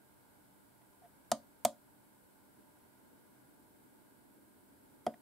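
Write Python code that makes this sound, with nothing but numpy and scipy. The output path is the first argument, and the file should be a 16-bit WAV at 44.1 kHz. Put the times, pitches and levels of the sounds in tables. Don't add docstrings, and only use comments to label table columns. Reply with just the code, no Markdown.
import sys
import numpy as np
from scipy import signal
from scipy.fft import rfft, irfft, next_fast_len
from scipy.io import wavfile
from scipy.ndimage import map_coordinates

SR = 44100
rng = np.random.default_rng(int(sys.argv[2]) if len(sys.argv) > 2 else 0)


def to_wav(s):
    ch = np.atleast_2d(s).T
    pcm = np.round(np.clip(ch, -1, 1) * 32767)
    wavfile.write(sys.argv[1], SR, pcm.astype(np.int16))


N = 229893

# (time [s], snap before switch gain [dB], knock [dB],
# contact hardness [Hz], knock pitch [ratio], thud [dB], lid flex [dB])
CLICK_EVENTS = [(1.3162, -19, -16, 1500, 0.98, -28, -41.5), (1.6497, -17.5, -12.5, 985, .992, -29.5, -41),
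                (5.0655, -34, -15.5, 707, 1.008, -29.5, -29.5)]
# (time [s], length [s], case level before swell [dB], rub level before swell [dB])
FINGER_TOUCHES = [(0.812, 0.018, -75, -75), (1.018, 0.011, -61, -76), (1.026, 0.049, -58.5, -74),
                  (5.135, 0.014, -57.5, -60.5)]
# (frequency [Hz], level [dB], t60 [s], rise [s])
CASE_MODES = [(565.7, -12.5, .13, 0.056), (615, -12, 0.11, 0.0264), (652, 3, 0.045, .017),
              (701, 7.5, 0.034, 0.0048), (914, 7.5, .011, 0.003), (1010, -18, 0.045, 0.00652),
              (1255, -9.5, 0.027, 0.0019), (1350, -20.5, 0.0367, 0.001004)]
# (frequency [Hz], level [dB], t60 [s], rise [s])
LID_MODES = [(364, -1, 0.034, 0.0025), (421, 0, 0.05, .002), (497.5, 0.5, 0.059, .003)]
# (frequency [Hz], level [dB], t60 [s], rise [s])
TABLE_MODES = [(121, -13.5, 0.08, .0085), (157, -5, 0.045, 0.0052), (224.8, -9, 0.14, 0.0071),
               (239, 6, .069, .021), (281.7, -10, 0.14, 0.01814)]
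# (frequency [Hz], level [dB], t60 [s])
BUTTON_MODES = [(3233, -1, 0.027), (3710, -7.5, 0.023), (3886, -3, 0.021), (4770, -0.5, 0.012),
                (5130, 1, 0.011), (6560, 2, 0.011), (7000, 0, 0.0083), (7320, -2, 0.047),
                (8400, -5, 0.0065), (9740, 1, 0.033), (9300, 6.5, 0.0067), (10480, -1, 0.015),
                (12000, -4, 0.02), (13350, -8.5, .015)]
# (frequency [Hz], gain [dB])
SNAP_DOWN_COLOUR = [(150, -33.5), (1300, -5), (2200, -10), (2700, -14), (3100, -2), (4000, -3), (4750, 2),
                    (5700, -6), (6300, -0.5), (8000, -3), (9600, -1), (11000, -9.5), (13600, -5.5),
                    (14600, -33)]
# (frequency [Hz], gain [dB])
SNAP_BACK_COLOUR = [(150, -36), (1400, -12.5), (1850, -5), (2800, -10.5), (3300, -1), (4600, -4),
                    (5700, -5), (6400, -2), (9300, 2.5), (10500, -3), (11400, -7.5), (12100, 0),
                    (14400, -5.5), (15500, -25)]
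# (frequency [Hz], gain [dB])
SNAP_EASE_COLOUR = [(150, -24), (400, 4), (700, 1), (1300, 9.5), (1750, 0), (2100, 4.5), (2650, -8),
                    (3300, 6.5), (4100, -14.5), (5000, 3), (6200, -14.5), (7000, -1), (8600, -13),
                    (9900, -1), (13500, -21)]
# (frequency [Hz], likeness [0-1])
SNAP_LIKENESS = [(1000, 0.74), (3500, 0.99), (6500, 0.82), (9500, .35), (13000, 0.63)]
# (frequency [Hz], left minus right [dB])
SNAP_BALANCE = [(3000, -0.5), (4800, 0.5), (6500, -1), (9500, 3.5), (12500, -5)]
# (frequency [Hz], level [dB])
RUB_SPECTRUM = [(300, -2), (1650, -5), (1930, 3.5), (2200, -9), (2900, -12), (3400, -9), (4000, -22),
                (12000, -30)]
# (frequency [Hz], t60 [s])
ROOM_DECAY = [(150, 0.42), (600, 0.21), (1500, 0.1), (5000, .2), (9000, 0.16), (15000, 0.11)]
# (frequency [Hz], gain [dB])
ROOM_GAIN = [(80, -11.5), (300, -7), (700, -9.5), (1200, 1.5), (3300, -4.5), (4800, -5.5), (9000, -3.5),
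             (12000, -7.5), (16000, -11)]
# (frequency [Hz], likeness [0-1])
ROOM_LIKENESS = [(200, 0.48), (900, 0.79), (3500, 0.64), (6500, 0.06), (10000, 0)]
# (frequency [Hz], level [dB])
HAND_SPECTRUM = [(60, -30.5), (170, -16.5), (250, -1), (310, -2.5), (420, -12.5), (700, -25.5), (3000, -54)]
# (time of the height [s], level [dB])
GRIP_SHIFTS = [(2.597, -63.5), (3.04, -68), (3.137, -62), (4.385, -63.5)]
# (frequency [Hz], level [dB])
AIR_SPECTRUM = [(20, 4), (62, -4.5), (100, -1.5), (190, -1), (330, -0.5), (500, -5.5), (780, -5.5),
                (1200, -11.5), (1800, -16.5), (2600, -22), (6000, -25), (16000, -56)]
# (frequency [Hz], width [Hz], gain [dB])
FAN_RESONANCES = [(50.8, 10, 3.5), (83.5, 8.9, 6.5), (127.3, 6.7, 9.5), (286.5, 23.8, 8), (886.6, 64, 8.5),
                  (992, 74, 7), (1445, 105, 9.5), (1613, 85, 10.5), (2186, 260, 5)]
# (frequency [Hz], level [dB rms])
HUM_TONES = [(100, -91), (199.6, -79), (299.5, -88.5), (399.5, -85), (500, -89.5), (599.6, -82.5),
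             (700, -98), (3000, -97), (7825, -93), (12000, -99.5)]
# (frequency [Hz], level [dB])
HISS_SPECTRUM = [(100, -13), (2500, -8.5), (4500, -8), (6100, -14.5), (7000, -6.5), (8000, -1.5),
                 (9500, -1), (12000, 0.5), (13500, -1.5), (15600, -3.5)]
# (frequency [Hz], left minus right [dB])
HISS_BALANCE = [(2400, -0.5), (4400, 1.5), (8000, 0), (15000, -3)]

GRIP_START_DB, GRIP_RISE_DB_PER_S, GRIP_FULL_DB = -82.5, 4, -68
SHIFT_S = 0.022
TOP_HZ, HISS_TOP_HZ = 16300, 15750
HALF_SIDES = np.array([[.5], [-.5]])


def amp(db):
    return 10 ** (np.asarray(db) / 20)


def unit(x):
    return x / np.sqrt(np.mean(x ** 2) + 1e-20)


def along(points, hz):
    f, v = np.transpose(points)
    return np.interp(np.log(hz + 1), np.log(f + 1), v)


def wobble(rate):
    knots = rng.standard_normal(int(N * rate / SR) + 4)
    return map_coordinates(knots, [np.arange(N) * rate / SR])


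def filtered(x, response):
    n = x.shape[-1]
    m = next_fast_len(n + SR // 4)
    return irfft(rfft(x, m) * response(np.fft.rfftfreq(m, 1 / SR)), m)[..., :n]


def noise(spectrum, size):
    return unit(filtered(rng.standard_normal(size), lambda hz: amp(along(spectrum, hz))))


def spread(pair, alike):
    turn = lambda hz: np.arccos(np.clip(along(alike, hz), -1, 1)) / 2
    mid, side = filtered(pair, lambda hz: np.array([np.cos(turn(hz)), np.sin(turn(hz))]))
    return np.array([mid + side, mid - side])


def fade(t, t60):
    return np.exp(-np.log(1000) * t / t60)


def add(track, s, sound):
    part = track[:, round(s * SR):][:, :sound.shape[-1]]
    part += sound[..., :part.shape[1]]


def clicks(ring_db, switch_db=5, knock_delay=0.00041, thud_delay=.004):
    out, t = np.zeros((2, N)), np.arange(SR // 4) / SR
    colours = (SNAP_DOWN_COLOUR, SNAP_BACK_COLOUR, SNAP_EASE_COLOUR)
    for event, colour in zip(CLICK_EVENTS, colours):
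        s, snap_db, knock_db, hard_hz, pitch, thud_db, flex_db = event
        add(out, s, amp(snap_db + switch_db) * snap(t, colour, ring_db))
        add(out, s + knock_delay, amp(knock_db) * ring(CASE_MODES, pitch * t, hard_hz, lead=.14))
        add(out, s + knock_delay, amp(flex_db) * ring(LID_MODES, t, hard_hz, lead=.08))
        add(out, s + thud_delay, amp(thud_db) * ring(TABLE_MODES, t, hard_hz, lead=0.1))
    return out


def snap(t, colour, ring_db, tick_t60=0.0082, chatter_t60=.025, chatter_rise=0.0014, split_hz=7000):
    grain = rng.standard_normal((2, len(t)))
    bright = filtered(grain, lambda hz: 1 / (1 + (split_hz / (hz + 1)) ** 4))
    tick = bright * fade(t, tick_t60)
    chatter = (grain - bright) * fade(t, chatter_t60) * (1 - np.exp(-t / chatter_rise))
    modes = np.zeros((2, len(t)))
    for hz, db, t60 in BUTTON_MODES:
        cycles = hz * t + rng.random((2, 1))
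        modes += amp(db) * np.sin(2 * np.pi * cycles) * fade(t, t60)
    pair = spread(tick + chatter + amp(ring_db) * modes, SNAP_LIKENESS)
    return filtered(pair, lambda hz: amp(along(colour, hz) + HALF_SIDES * along(SNAP_BALANCE, hz)))


def ring(modes, t, hard_hz, lead):
    phase = np.array([[lead], [-lead]])
    body = np.zeros((2, len(t)))
    for hz, db, t60, rise in modes:
        envelope = fade(t, t60) * (1 - np.exp(-t / rise))
        body += amp(db) * np.sin(2 * np.pi * hz * t + phase) * envelope
    return signal.sosfilt(signal.butter(3, hard_hz, fs=SR, output="sos"), body)


def touches(case_hz=690, slip=0.046):
    out = np.zeros((2, N))
    for s, length, case_db, rub_db in FINGER_TOUCHES:
        n = int(length * SR)
        steps = 2 * np.pi * case_hz / SR + slip * rng.standard_normal(SR // 10)
        case = unit(np.sin(np.cumsum(steps)[:n]))
        rub = noise(RUB_SPECTRUM, SR // 10)[:n]
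        swell = np.sin(np.pi * np.arange(n) / n)
        add(out, s, swell * (amp(case_db) * case + amp(rub_db) * rub))
    return out


def room(x, gap=.006):
    hz, t, z = signal.stft(rng.standard_normal((2, SR // 3)), SR, nperseg=256)
    decaying = z * fade(t, along(ROOM_DECAY, hz)[:, None])
    tail = signal.istft(decaying, SR, nperseg=256)[1]
    tail = spread(tail / np.linalg.norm(tail[0]), ROOM_LIKENESS)
    tail = filtered(tail, lambda hz: amp(along(ROOM_GAIN, hz)))
    delayed = np.pad(tail, ((0, 0), (int(gap * SR), 0)))
    return signal.fftconvolve(x, delayed, axes=1)[:, :N]


def hand_rumble(t, flutter_db=0.5):
    return grip(t) * amp(flutter_db * wobble(6.5)) * noise(HAND_SPECTRUM, (2, N))


def grip(t):
    held = amp(np.minimum(GRIP_START_DB + GRIP_RISE_DB_PER_S * t, GRIP_FULL_DB))
    swells = sum(amp(db) * np.exp(-((t - s) / SHIFT_S) ** 2) for s, db in GRIP_SHIFTS)
    return np.hypot(held, swells)


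def fan_air(level_db=-66.0, waver_db=0.5):
    bumps = lambda hz: amp(sum(db * np.exp(-2 * ((hz - centre) / width) ** 2)
                               for centre, width, db in FAN_RESONANCES))
    air = unit(filtered(noise(AIR_SPECTRUM, (2, N)), bumps))
    return amp(level_db + waver_db * wobble(3.2)) * air


def mains_hum(t, drift=0.53):
    hum = np.zeros((2, N))
    for hz, db in HUM_TONES:
        phase = 2 * np.pi * (hz * t + rng.random()) + HALF_SIDES + drift * wobble(2)
        hum += amp(db) * np.sqrt(2) * np.sin(phase)
    return hum


def microphone_hiss(level_db=-70.0):
    sides = lambda hz: amp(HALF_SIDES * along(HISS_BALANCE, hz)) * (hz < HISS_TOP_HZ)
    return amp(level_db) * filtered(noise(HISS_SPECTRUM, (2, N)), sides)


def background():
    t = np.arange(N) / SR
    return (fan_air() + mains_hum(t) + hand_rumble(t)) * amp([[-.3], [.3]]) + microphone_hiss()


def scene(room_db=-17, count=4):
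    clock = (clicks(ring_db=-21.5) + touches()) * amp([[-.2], [.2]])
    walls = sum(room(clicks(ring_db=-37.5)) for _ in range(count))
    return clock + amp(room_db) * walls + background()


def record(dry, low_cut_hz=62):
    thin = signal.sosfilt(signal.butter(2, low_cut_hz, "highpass", fs=SR, output="sos"), dry)
    return filtered(thin, lambda hz: 1 / np.sqrt(1 + (hz / TOP_HZ) ** 120))


dry = scene()
out = record(dry)
to_wav(out)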